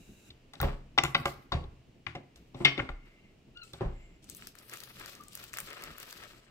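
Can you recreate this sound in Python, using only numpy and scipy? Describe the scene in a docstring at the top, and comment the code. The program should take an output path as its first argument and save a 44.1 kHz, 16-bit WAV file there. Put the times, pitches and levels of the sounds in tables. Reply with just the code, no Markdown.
"""A wooden tortilla press on a cloth-covered table, heard close up in stereo: its blows are ringing modes with cracks.
The lid shuts, the loose lever knocks in its fork, a palm strokes it and the hinge squeaks as the lid falls open.
Then a thin plastic sheet is peeled off the dough: clumped clicks, dragging fingers and snapping folds.
A hot griddle, as shaped noise, hisses for the first 0.3 s; a quiet dining room and a motor hum lie below."""
import sys
import numpy as np
from scipy import signal
from scipy.fft import rfft, irfft, next_fast_len
from scipy.io import wavfile

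SR = 44100
rng = np.random.default_rng(int(sys.argv[2]) if len(sys.argv) > 2 else 0)


def store_wav(level_fs):
    """Save 16-bit WAV to argv[1]."""
    pcm = np.round(np.clip(np.atleast_2d(level_fs), -1, 1) * 32767)
    wavfile.write(sys.argv[1], SR, pcm.T.astype(np.int16))


N = 286826

# Ringing modes of the lever: f/Hz, relative level/dB, free t60/s
LEVER_MODES = [(2039, 1, 0.15), (2256, -9.5, 0.22), (2510, -11, 0.15), (2740, -5, 0.14), (2793, -11, 0.25),
               (3024, -18.5, 0.11), (3055, -11.5, 0.29), (3575, -9.5, 0.084), (3540, 7, 0.07),
               (3803, -7, 0.24), (4165, -6, 0.06), (4614, -7, 0.097), (5480, -7, .06), (5574, -22.5, 0.25),
               (6720, -21.5, 0.065), (7530, -20.5, 0.034)]
# Ringing modes of the press body: f/Hz, relative level/dB, t60/s
PRESS_MODES = [(373.8, 1.5, 0.09), (551.5, -8, 0.078), (695.7, -11, 0.14), (802, 0.5, 0.048),
               (857, -6.5, 0.018), (1075, 1, 0.031), (1157, 0, 0.042), (1385, 2.5, 0.03),
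               (1594, -10, 0.081), (1980, -7, 0.015)]
# Ringing modes of the table: f/Hz, relative level/dB, t60/s
TABLE_MODES = [(28.6, -7.5, 0.54), (37.2, -10, 0.28), (67, -2, 0.23), (84.5, -14.5, 0.23),
               (126.2, -1.5, 0.22), (149.1, -9, 0.32), (202, -14.5, 0.15), (275.8, -10, 0.36),
               (322, 3.5, 0.14)]
# Blows of lid, lever and table: t/s, lever low-mode level/dB, lever high-mode level/dB,
# share of free ring left by the grip/0-1, press level/dB, press favoured f/Hz, table level/dB,
# table favoured f/Hz, crack level/dB, dull shudder level/dB, bright shudder level/dB, left over right/dB
BLOWS = [(0.3027, -51, -43, 0.18, -58.5, 373, -44.5, 38, -52, -60, -63, 2),
         (0.5341, -47, -42.5, 0.16, -51, 1350, -67, 223, -37, -44.5, -46.5, 3.5),
         (0.5527, -56, -40.5, 0.03, -76.5, 390, -61, 270, -55, -60.5, -55.5, 10.5),
         (0.6012, -37.5, -21, 0.02, -35, 1100, -29, 46.2, -30.5, -36, -35.5, 6),
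         (0.6148, -55, -41, 0.3, -46, 875, -24.5, 77.9, -44, -22, -39.5, 1),
         (0.627, -40, -38.5, 0.2, -28, 746, -14, 38.6, -44, -18.5, -38.5, -0.5),
         (0.9765, -34, -27, 0.34, -22, 1200, -33.5, 308.7, -33.5, -40, -43, 7),
         (.9839, -7, -11, 0.14, -25, 1180, -35, 124, -30, -40, -36.5, 2),
         (1.035, -18, -21.5, 0.05, -27, 902, -30, 118, -18.5, -48, -36.5, 5.5),
         (1.0476, -25.5, -34.5, 0.39, -34, 1174, -45, 128, -39.5, -42.5, -37, 4.5),
         (1.1462, -18, -20, 0.28, -24.5, 994, -30.5, 153.4, -35.5, -41, -60, 2.5),
         (1.1984, -43, -43, 0.05, -43, 1650, -41, 139.3, -54, -39.5, -47, 9),
         (1.2548, -24, -42.5, 0.26, -20.5, 964, -34.5, 124, -21.5, -49, -46.5, 0),
         (1.2772, -45.5, -53, .2, -38.5, 878, -42.5, 118, -38.5, -46, -45, -8.5),
         (1.519, -42, -29, .36, -28.5, 981, -34, 85, -45, -22, -28.5, 4.5),
         (1.5388, -53, -74, .16, -35.5, 650, -22, 62.5, -50, -43, -64, 6),
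         (1.6378, -67, -55, .15, -47, 350, -33, 60.1, -56, -59, -70, 3),
         (2.0651, -26, -36.5, 0.11, -36.5, 1720, -37.5, 135, -72, -44, -35, 11.5),
         (2.15, -41, -45, 0.37, -34, 541, -40, 140.4, -42.5, -39, -43.5, 1.5),
         (2.358, -56, -51.5, 0.07, -62, 428, -53, 38.6, -39, -61, -56, 0),
         (2.5439, -55, -51, 0.3, -40.5, 377, -39.5, 151, -57, -35, -49.5, 4.5),
         (2.6002, -56, -59.5, 1, -44, 352, -32, 150, -57, -26, -51.5, 3.5),
         (2.648, -12.5, -16.5, 0.66, -27, 798, -27, 156.7, -37.5, -34, -30, 6),
         (2.777, -30, -37, 0.21, -35, 353, -34, 318, -60, -29.5, -30, 6),
         (2.7921, -25.5, -41, 0.17, -29, 1480, -27.5, 110, -58, -29, -53, 5.5),
         (2.8893, -34.5, -41.5, 0.1, -38.5, 1030, -28.5, 27, -48, -58, -43.5, 6),
         (3.57, -73, -46.5, 0.14, -76, 1440, -48.5, 31.8, -50, -74, -70, 0),
         (3.7335, -60, -37.5, .24, -43, 454, -46, 115, -41, -44, -55, -1),
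         (3.8076, -41, -42, 0.04, -31, 467, -29, 142, -60, -21.5, -71, 0),
         (3.849, -48, -54, 0.08, -53, 390, -21.5, 43.5, -66, -66, -47.5, 0)]
# Palm strokes along the lever: start t/s, length t/s, wood whisper level/dB, skin hiss level/dB
PALM_STROKES = [(2.953, 0.38, -46, -80), (3.875, 0.31, -49, -63)]
# Stick-slip squeaks, the hinge and then a finger on the film, each a curve: t/s, f/Hz, level/dB
SQUEAKS = [
    [(3.545, 1300, -73), (3.57, 1456, -54), (3.6, 1396, -57), (3.62, 1385, -48.5), (3.645, 1270, -59.5),
     (3.69, 1360, -79)],
    [(5.19, 1213, -70), (5.21, 1213, -50.5), (5.23, 1170, -71), (5.3, 1222, -62), (5.32, 1210, -76)],
]
# Overtones of each squeak against its fundamental: second level/dB, third level/dB
SQUEAK_OVERTONES = [(0, -13), (-21, -19)]
# Rustles of the plastic lining, stirred by lid and lever, and shudder tails: t/s, crinkle level/dB,
# crinkle top level/dB, rough mid-range shudder tail after the blows level/dB, t60/s
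STIRS = [(0.298, -77, -87, -68.5, 0.48), (.57, -64.5, -77, -82.5, 0.54), (.605, -54.5, -57, -81, 0.17),
         (0.628, -56.5, -72.5, -43, 0.38), (1.04, -64.5, -57, -58, 0.77), (1.17, -67, -63.5, -48, 0.45),
         (1.248, -47, -55, -62, 0.35), (1.3, -68, -64, -72, 0.14), (1.55, -72, -91, -71, 0.51),
         (2.359, -69, -76, -75.5, 0.75), (2.559, -63.5, -85, -64, 1), (2.66, -71.5, -82.5, -42.5, 0.47),
         (2.78, -78, -86, -50, 0.15), (3.049, -77, -85, -69, 1), (3.628, -57, -84, -83, 0.48),
         (3.739, -72.5, -87, -59, 1.0)]
# Peeling curve: t/s, crinkle level/dB, crinkle top level/dB, fingers dragging over film and wood level/dB
PEEL = [(4.22, -70, -91, -85), (4.3, -59, -80, -70), (4.37, -58, -49.5, -72), (4.42, -57, -76, -60.5),
        (4.48, -57.5, -58.5, -65), (4.53, -72, -84, -80), (4.6, -60, -58.5, -58), (4.66, -68, -64, -74),
        (4.73, -48, -51, -47.5), (4.82, -56.5, -58, -58), (4.92, -55, -56.5, -61.5), (5.0, -54.5, -62, -49),
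        (5.11, -53, -59, -56.5), (5.2, -65.5, -70, -63.5), (5.3, -63, -76, -75), (5.34, -56.5, -62, -64),
        (5.44, -49.5, -53.5, -54), (5.515, -67, -76, -70), (5.545, -51, -64, -48), (5.645, -56, -57, -56.5),
        (5.675, -51, -60, -47.5), (5.73, -61, -70, -47), (5.87, -53, -59, -45), (5.94, -62.5, -70, -59.5),
        (6.0, -56, -61, -54), (6.14, -53.5, -57.5, -56.5), (6.24, -56.5, -64.5, -52),
        (6.36, -62.5, -71, -63.5), (6.5, -78, -101, -68.5)]
# Single folds snapping through: t/s, level/dB, main f/Hz, low part against the rest level/dB, left over right/dB
SNAPS = [(0.5352, -55, 4310, 2, 14), (0.614, -24, 13600, 6, 5.5), (1.037, -22, 7000, 8, 4.5),
         (1.2566, -33, 5600, -1, 5), (3.6351, -53, 7490, 0.0, 13), (3.7333, -40, 5900, 5, -3),
         (4.2427, -49, 7660, 0.0, 9), (4.2908, -43, 5290, 1, 7), (4.2982, -34.5, 7900, -9, 10),
         (4.3484, -35.5, 14300, -7, 4), (4.4227, -45.5, 4200, 18, -1), (4.4708, -33, 5300, -0.5, 9.5),
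         (4.5528, -43, 4390, 5.5, 11), (4.5867, -40.5, 6470, -11, 6.0), (4.6964, -38, 6230, -1, 5.5),
         (4.7361, -32, 8200, 3, 4.5), (4.7716, -42.5, 7510, 9, 12), (4.803, -36.5, 5620, -3, 9),
         (4.8361, -33, 4560, -2, 7), (4.997, -34.5, 5200, -3, 2), (5.0595, -34.5, 6200, 0.0, 7),
         (5.1515, -42, 7050, 0.0, 0), (5.2094, -45, 4840, 2, 0), (5.236, -44.5, 7900, 0.0, 5.0),
         (5.2825, -41, 7640, -9, 7.5), (5.3318, -39, 5170, -2, 5), (5.3522, -28.5, 13900, -9, 4.5),
         (5.3742, -35, 6340, 5, 2), (5.4154, -48, 4870, -4, 2.5), (5.4395, -33, 14600, 4, 1),
         (5.5326, -36, 6100, 2, 10), (5.538, -33, 7600, 10, 5.5), (5.5712, -27, 4800, 7.5, 3),
         (5.5853, -27.5, 7500, 9.5, 4), (5.59, -35, 8570, 8, 6.5), (5.6022, -27.5, 13300, 3, 4),
         (5.7041, -38, 5420, 2, 8), (5.7299, -36.5, 4400, -3, 4.0), (5.8222, -38, 5550, 11, 4),
         (5.8374, -30, 5430, 2, 5.5), (5.9818, -37, 14500, 4.5, 14.5), (6.0003, -34, 15000, -1, 10),
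         (6.0292, -35, 5070, -3, 4), (6.09, -44, 6260, -5, 8), (6.109, -42, 7340, 3, 11),
         (6.1262, -33.5, 5500, 4, 7), (6.236, -43.5, 5890, 7, 5)]
# Spectrum of the creases: f/Hz, relative level per Hz/dB
CRINKLE_SPECTRUM = [(1470, -29.5), (2500, -10.5), (3740, -9.5), (6810, -12), (7610, -2.5), (10900, -9),
                    (14900, -2), (15900, -8), (16150, -33.5)]
# Spectrum of the rough mid-range, both shudder tails and dragging fingers: f/Hz, relative level per Hz/dB
ROUGH_SPECTRUM = [(200, -28.5), (350, -5), (600, -4.5), (860, -10), (1100, -4), (1320, 1.5), (1460, -3),
                  (1700, -1.5), (2700, -5.5), (5000, -16), (6500, -41), (11000, -120)]
# Spectrum of the griddle hiss: f/Hz, relative level per Hz/dB
GRIDDLE_SPECTRUM = [(710, -42), (1200, -8), (1280, -5), (1670, -1), (1940, -37), (2050, -9), (2820, 8.5),
                    (3080, -23), (3880, 4), (4240, -10.5), (7330, -1), (8640, -8), (15100, -11),
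                    (16000, -21), (16500, -41)]
# Spectrum of the room tone: f/Hz, relative level per Hz/dB
HUSH_SPECTRUM = [(12, -26), (20, 5.5), (62, -4), (206, -3.5), (416, -9), (566, -16), (670, -13),
                 (729, -18.5), (1240, -25), (1560, -25.5), (2890, -20), (3330, -26), (7300, -34.5),
                 (10500, -43.5), (15700, -43.5), (16100, -68.5)]
# How alike left and right are in the room: f/Hz, likeness/0-1
LIKENESS = [(60, 0.95), (150, 0.95), (380, .75), (950, 0.059), (2400, 0.27), (15000, 0)]
# Reverberation time: f/Hz, t60/s
ROOM_T60 = [(100, .6), (500, 0.3), (2000, 0.56), (6000, 0.19), (14000, 0.17)]
# Reverberation strength: f/Hz, level/dB
ROOM_LEVEL = [(100, -9.5), (500, -6), (2000, -13), (6000, -3.5), (14000, -9)]

CHATTER_S, CRACK_HZ, CRACK_OCTAVES = 0.003, 3830, 1  # shared by all blows; octaves reach to either side
RATTLE_DEPTH = 0.8  # roughness from the loose joints
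LEVER_SPLIT_HZ = 3300  # parts the low lever modes from the high ones
LEVER_BACK_S, LEVER_BACK_TUNING = 2.3, 1.04  # swung back, the lever sits otherwise: its lowest mode rises
PORT_SPREAD_HZ = 5200  # phase offset between the two microphone ports grows up to this pitch
PORT_LAG = 6  # samples by which the right port hears all sounds at the table later
SKIN_HZ = 7410
STIR_ATTACK_S, SHEET_PAN_DB, SHEET_WANDER_DB = 0.0069, 4, 1
GRIDDLE_DB, GRIDDLE_END_S = -64.5, 0.298
HUSH_DB, HUSH_STEADY_HZ = -60.5, 250.7  # room tone is steadier above this pitch
HUSH_BY_GRIDDLE_DB = 4.5  # bass lift while the griddle is heard
HUM_HZ, HUM_DB = 124.6, -70.5
STOPBAND_HZ = 16700


def press():
    """Each blow is a short uneven chatter that rings lever, press and table, cracks, and leaves all shuddering."""
    size, crack_size = 16384, 1024  # samples
    out = np.zeros((2, N + size))
    t = np.arange(size) / SR
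    wood_t = t[:size // 2]
    is_high = np.array(LEVER_MODES)[:, :1] > LEVER_SPLIT_HZ
    noises = rng.standard_normal((len(BLOWS), 2, size))
    chances = rng.standard_normal((len(BLOWS), 3, 4, 16))
    crack_t = t[:crack_size]
    crack_fade = np.exp(-crack_t / CHATTER_S) * (1 - np.exp(-crack_t / 0.0025))
    crack_low, crack_high = CRACK_HZ / 2 ** CRACK_OCTAVES, CRACK_HZ * 2 ** CRACK_OCTAVES
    for row, noise, (lever_luck, press_luck, table_luck) in zip(BLOWS, noises, chances):
        (s, low_db, high_db, free, press_db, press_hz, table_db, table_hz,
         crack_db, dull_db, bright_db, pan_db) = row
        lever_db = np.where(is_high, high_db, low_db)
        wood = ring(lever_modes(s), lever_db, lever_luck, wood_t, 0.6 * CHATTER_S, free=free, scatter=0.0065)
        body_db = press_db + favour(PRESS_MODES, press_hz, 1.0)
        wood += ring(PRESS_MODES, body_db, press_luck, wood_t, 0.815 * CHATTER_S, scatter=0.015)
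        top_db = table_db + favour(TABLE_MODES, table_hz, 0.93)
        table = ring(TABLE_MODES, top_db, table_luck, t, 1.5 * CHATTER_S, scatter=0.082)
        # loose joints roughen the ring more and more over its first 15 ms
        roughness = rms_one(band(noise[1, :size // 2], 30, 500))
        rattle = 1 + RATTLE_DEPTH * np.clip(wood_t / 0.015, 0, 1) * roughness
        rattle *= np.cos(np.pi / 2 * wood_t / wood_t[-1])  # lets the wood end in silence
        pair = widened(noise, 0.5)
        crack = amp(crack_db) * band(pair[:, :crack_size] * crack_fade, crack_low, crack_high)
        # loose boards, cloth and bowls shudder on, the lows for longer
        dull = amp(dull_db - 60 * t / 0.31) * band(widened(noise, 0.8), 140, 830)
        bright = amp(bright_db - 60 * t / 0.25) * band(pair, 1200, 2600)
        start, gains = round(s * SR), panned(pan_db)[:, None]
        out[:, start:start + size // 2] += gains * wood * rattle
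        out[:, start:start + size] += table  # unpanned: the bass reaches both ports at the same level
        out[:, start:start + size] += (dull + gains * bright) * np.clip(t / 0.01, 0, 1)
        out[:, start:start + crack_size] += gains * crack
    return out[:, :N]


def ring(modes, extra_db, luck, t, spread_s, free=1, scatter=0.01):
    """Uneven contact starts every decaying mode at its own moment, pitch, strength and stereo phase."""
    hz, db, t60 = np.transpose(modes)[:, :, None]
    pitch, strength, phase, moment = luck[:, :len(modes), None]
    hz = hz * (1 + scatter * pitch)
    age = np.maximum(t - spread_s * np.abs(moment), 0)
    rise = 1 - np.exp(-age / (0.27 * spread_s + 1e-4))
    decay_db = 60 * age / (t60 * max(free, 0.05))
    envelope = rise * amp(db + extra_db + 3 * strength - decay_db)
    turn = 0.5 * phase * np.minimum(hz / PORT_SPREAD_HZ, 1)
    return np.array([np.sum(envelope * np.sin(2 * np.pi * hz * age + side * turn), axis=0) for side in (0, 1)])


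def lever_modes(s):
    """The lever's modes as it sits at time s, the lowest one retuned once it is swung back."""
    (hz, db, t60), *rest = LEVER_MODES
    tuning = LEVER_BACK_TUNING if s > LEVER_BACK_S else 1
    return [(hz * tuning, db, t60), *rest]


def favour(modes, centre_hz, octaves):
    """dB change, ever lower for modes away from the pitch that the strike point favours."""
    distance = np.log2(np.array(modes)[:, :1] / centre_hz) / octaves
    return -6 * distance ** 2


def slide():
    """Palm friction keeps the four lowest lever modes whispering and hisses thinly; each stroke swells and fades."""
    t = np.arange(N) / SR
    wood, skin = np.zeros((2, N))
    for s, length, wood_db, skin_db in PALM_STROKES:
        arch = np.sin(np.pi * np.clip((t - s) / length, 0, 1)).clip(0)
        swell = np.sqrt(arch) * (t < s + length)
        wood += amp(wood_db) * swell
        skin += amp(skin_db) * swell
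    rub = rng.standard_normal(N) * amp(2.5 * drift(15))
    lowest = lever_modes(PALM_STROKES[0][0])[:4]
    whisper = sum(amp(db) * band(rub * wood, hz * 0.97, hz * 1.03) for hz, db, t60 in lowest)
    hiss = band(rub * skin, SKIN_HZ * 0.97, SKIN_HZ * 1.03)
    return (whisper + hiss) * np.ones((2, 1))


def squeaks():
    """Stick-slip: a wavering tone with two overtones, catching unevenly."""
    t, out = np.arange(N) / SR, 0
    for rows, overtones in zip(SQUEAKS, SQUEAK_OVERTONES):
        hz, level_db = in_time(rows)
        fade_in = np.clip((t - rows[0][0]) / 0.0043, 0, 1)
        fade_out = np.clip((rows[-1][0] - t) / 0.01, 0, 1)
        phase = 2 * np.pi * np.cumsum(hz * (1 + 0.018 * drift(86.5))) / SR
        tone = 0
        for k, db in enumerate((0, *overtones)):
            catching_db = (3.5 + 2.0 * k) * drift(67)  # higher partials catch more unevenly
            tone = tone + amp(level_db + db + catching_db) * np.sin((k + 1) * phase)
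        out = out + fade_in * fade_out * tone
    return np.outer(panned(6.0), out)


def sheet():
    """Clumped tiny creases of film, a rough mid-range of shudder tails and then fingers, and snapping folds."""
    crinkle_gain, top_gain, rough_gain = handling()
    clicks = grains(5000 * amp(6 * drift(40)), spread_db=3.0)
    creases = coloured(clicks, CRINKLE_SPECTRUM, alike=0.13)
    crinkle = crinkle_gain * rms_one(band(creases, 1400, 6700))
    top = top_gain * rms_one(band(creases, 7000, 13000))
    rough_clicks = grains(6000 * amp(6 * drift(25)), spread_db=5.0)
    rough = rough_gain * coloured(rough_clicks, ROUGH_SPECTRUM, alike=0.62)
    out = panned(SHEET_PAN_DB + SHEET_WANDER_DB * drift(12)) * (crinkle + top + rough)
    add_snaps(out)
    return out


def add_snaps(out):
    """A fold flips through at once: a millisecond noise burst in a broad, a main and a low band."""
    size = 512
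    t = np.arange(size) / SR
    fade = np.exp(-t / 0.0015) * np.clip(t / 0.0004, 0, 1)
    noises = rng.standard_normal((len(SNAPS), 2, size))
    for (s, db, hz, low_db, pan_db), noise in zip(SNAPS, noises):
        burst = widened(noise, 0.5) * fade
        snap = 0.87 * band(burst, 2630, 14800)
        snap += band(burst, hz / 1.42, hz * 1.19)
        snap += amp(low_db) * band(burst, 1230, 3240)
        start = round(s * SR)
        out[:, start:start + size] += amp(db) * panned(pan_db)[:, None] * snap


def handling():
    """Gains of crinkle, its top and the rough part: each stir swells and dies away, and peeling adds its curve."""
    t = np.arange(N) / SR
    gains = amp(in_time(PEEL)) * np.clip((t - PEEL[0][0]) / STIR_ATTACK_S, 0, 1)
    for s, *levels_db, t60 in STIRS:
        age = np.maximum(t - s, 0)
        swell = np.clip(age / STIR_ATTACK_S, 0, 1) * amp(-60 * age / t60)
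        gains += np.outer(amp(levels_db), swell)
    return gains


def grains(per_s, spread_db):
    """Two streams of random clicks with a long tail of sizes."""
    size_steps = np.minimum(rng.exponential(1, (2, N)), 5)
    sizes = amp(spread_db * size_steps) * rng.choice([-1, 1], (2, N))
    return sizes * (rng.random((2, N)) < per_s / SR)


def griddle():
    """Steam hisses faintly under the dough: shaped noise with a flickering level."""
    hiss = coloured(rng.standard_normal((2, N)), GRIDDLE_SPECTRUM)
    return griddle_gate() * amp(GRIDDLE_DB + 1.5 * drift(6)) * hiss


def griddle_gate():
    """1 while the griddle is heard, then a quick fade to 0."""
    return np.clip((GRIDDLE_END_S - np.arange(N) / SR) / 0.0034, 0, 1)


def hush():
    """Room tone whose bass wanders, and a motor hum made wavering by its narrow noise band."""
    hum = amp(HUM_DB) * rms_one(band(rng.standard_normal(N), HUM_HZ - 5, HUM_HZ + 5))
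    tone = amp(HUSH_DB) * coloured(rng.standard_normal((2, N)), HUSH_SPECTRUM)
    treble = band(tone, HUSH_STEADY_HZ, 19000)
    bass = amp(HUSH_BY_GRIDDLE_DB * griddle_gate() + 3.0 * drift(9.5)) * (tone - treble)
    return hum + bass + amp(0.53 * drift(2)) * treble


def room(x):
    """Reverberation: octave bands of noise, each dying at its own pace."""
    t, tail = np.arange(int(0.7 * SR)) / SR, 0
    for low in 45 * 2. ** np.arange(9):
        hz = low * np.sqrt(2)  # centre of the octave
        alike = np.clip(at_hz(LIKENESS, hz), 0, 1)
        mid, side = band(rng.standard_normal((2, len(t))), low, 2 * low)
        decay = amp(-60 * t / at_hz(ROOM_T60, hz)) * np.clip(t / 0.0041, 0, 1)
        pair = np.sqrt(1 + alike) * mid + np.sqrt(1 - alike) * side * [[1], [-1]]
        tail = tail + amp(at_hz(ROOM_LEVEL, hz)) * pair * decay / np.sqrt(2 * np.sum(decay ** 2))
    return signal.fftconvolve(x.mean(axis=0)[None], tail, axes=1)[:, :N]


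def coloured(x, spectrum, alike=None):
    """Stereo from (mid, side), shaped to a spectrum and mixed by a likeness, by default the room's; rms 1."""
    size = next_fast_len(x.shape[1])
    hz = np.maximum(np.fft.rfftfreq(size, 1 / SR), 10)
    alike = np.clip(at_hz(LIKENESS, hz) if alike is None else alike, -0.9, 0.99)
    mid, side = rfft(x, size) * amp(at_hz(spectrum, hz))
    mid, side = mid * np.sqrt(1 + alike), side * np.sqrt(1 - alike)
    return rms_one(irfft(np.array([mid + side, mid - side]), size)[:, :x.shape[1]])


def widened(noise, width):
    """Left and right from a common noise and a second one added in opposite polarity."""
    return noise[0] + width * np.outer([1, -1], noise[1])


def panned(db):
    """Left and right gains for a level difference, positive to the left."""
    return amp(np.multiply.outer([0.5, -0.5], db))


def band(x, low_hz, high_hz):
    """Band-pass from a second-order Butterworth design."""
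    edges = [low_hz, min(high_hz, 0.45 * SR)]
    return signal.sosfilt(signal.butter(2, edges, "band", fs=SR, output="sos"), x)


def drift(rate_hz):
    """Slow random wander of rms about 1: low-passed noise, drawn every 40 samples."""
    r = np.exp(-80 * np.pi * rate_hz / SR)
    noise = rng.standard_normal(N // 40 + 2002)
    slow = signal.lfilter([1], [1, -2 * r, r * r], noise)[2000:]  # skips the filter's settling
    return np.interp(np.arange(N) / 40, np.arange(len(slow)), rms_one(slow))


def in_time(rows):
    """Curve columns at every sample; ends are held."""
    s, *columns = np.transpose(rows)
    return [np.interp(np.arange(N) / SR, s, column) for column in columns]


def at_hz(points, hz):
    """Value of a table on a log-frequency axis."""
    table_hz, values = np.array(points).T
    return np.interp(np.log(hz), np.log(table_hz), values)


def amp(db):
    """dB to gain."""
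    return 10 ** (np.asarray(db) / 20)


def rms_one(x):
    """Scale to rms 1."""
    return x / np.sqrt(np.mean(x ** 2) + 1e-20)


def scene():
    """Everything at the table passes through the room; griddle and room tone are heard as they are."""
    near = press() + slide() + squeaks() + sheet()
    near[1] = np.pad(near[1], (PORT_LAG, 0))[:N]
    return near + room(near) + griddle() + hush()


def record(dry):
    """Soft saturation rounds the loudest peaks; the bottom and the top are cut."""
    dry = 0.85 * np.tanh(dry / 0.85)
    dry = signal.sosfilt(signal.butter(2, 22, "high", fs=SR, output="sos"), dry)
    return signal.sosfilt(signal.cheby2(20, 80, STOPBAND_HZ, fs=SR, output="sos"), dry)


dry = scene()
out = record(dry)
store_wav(out)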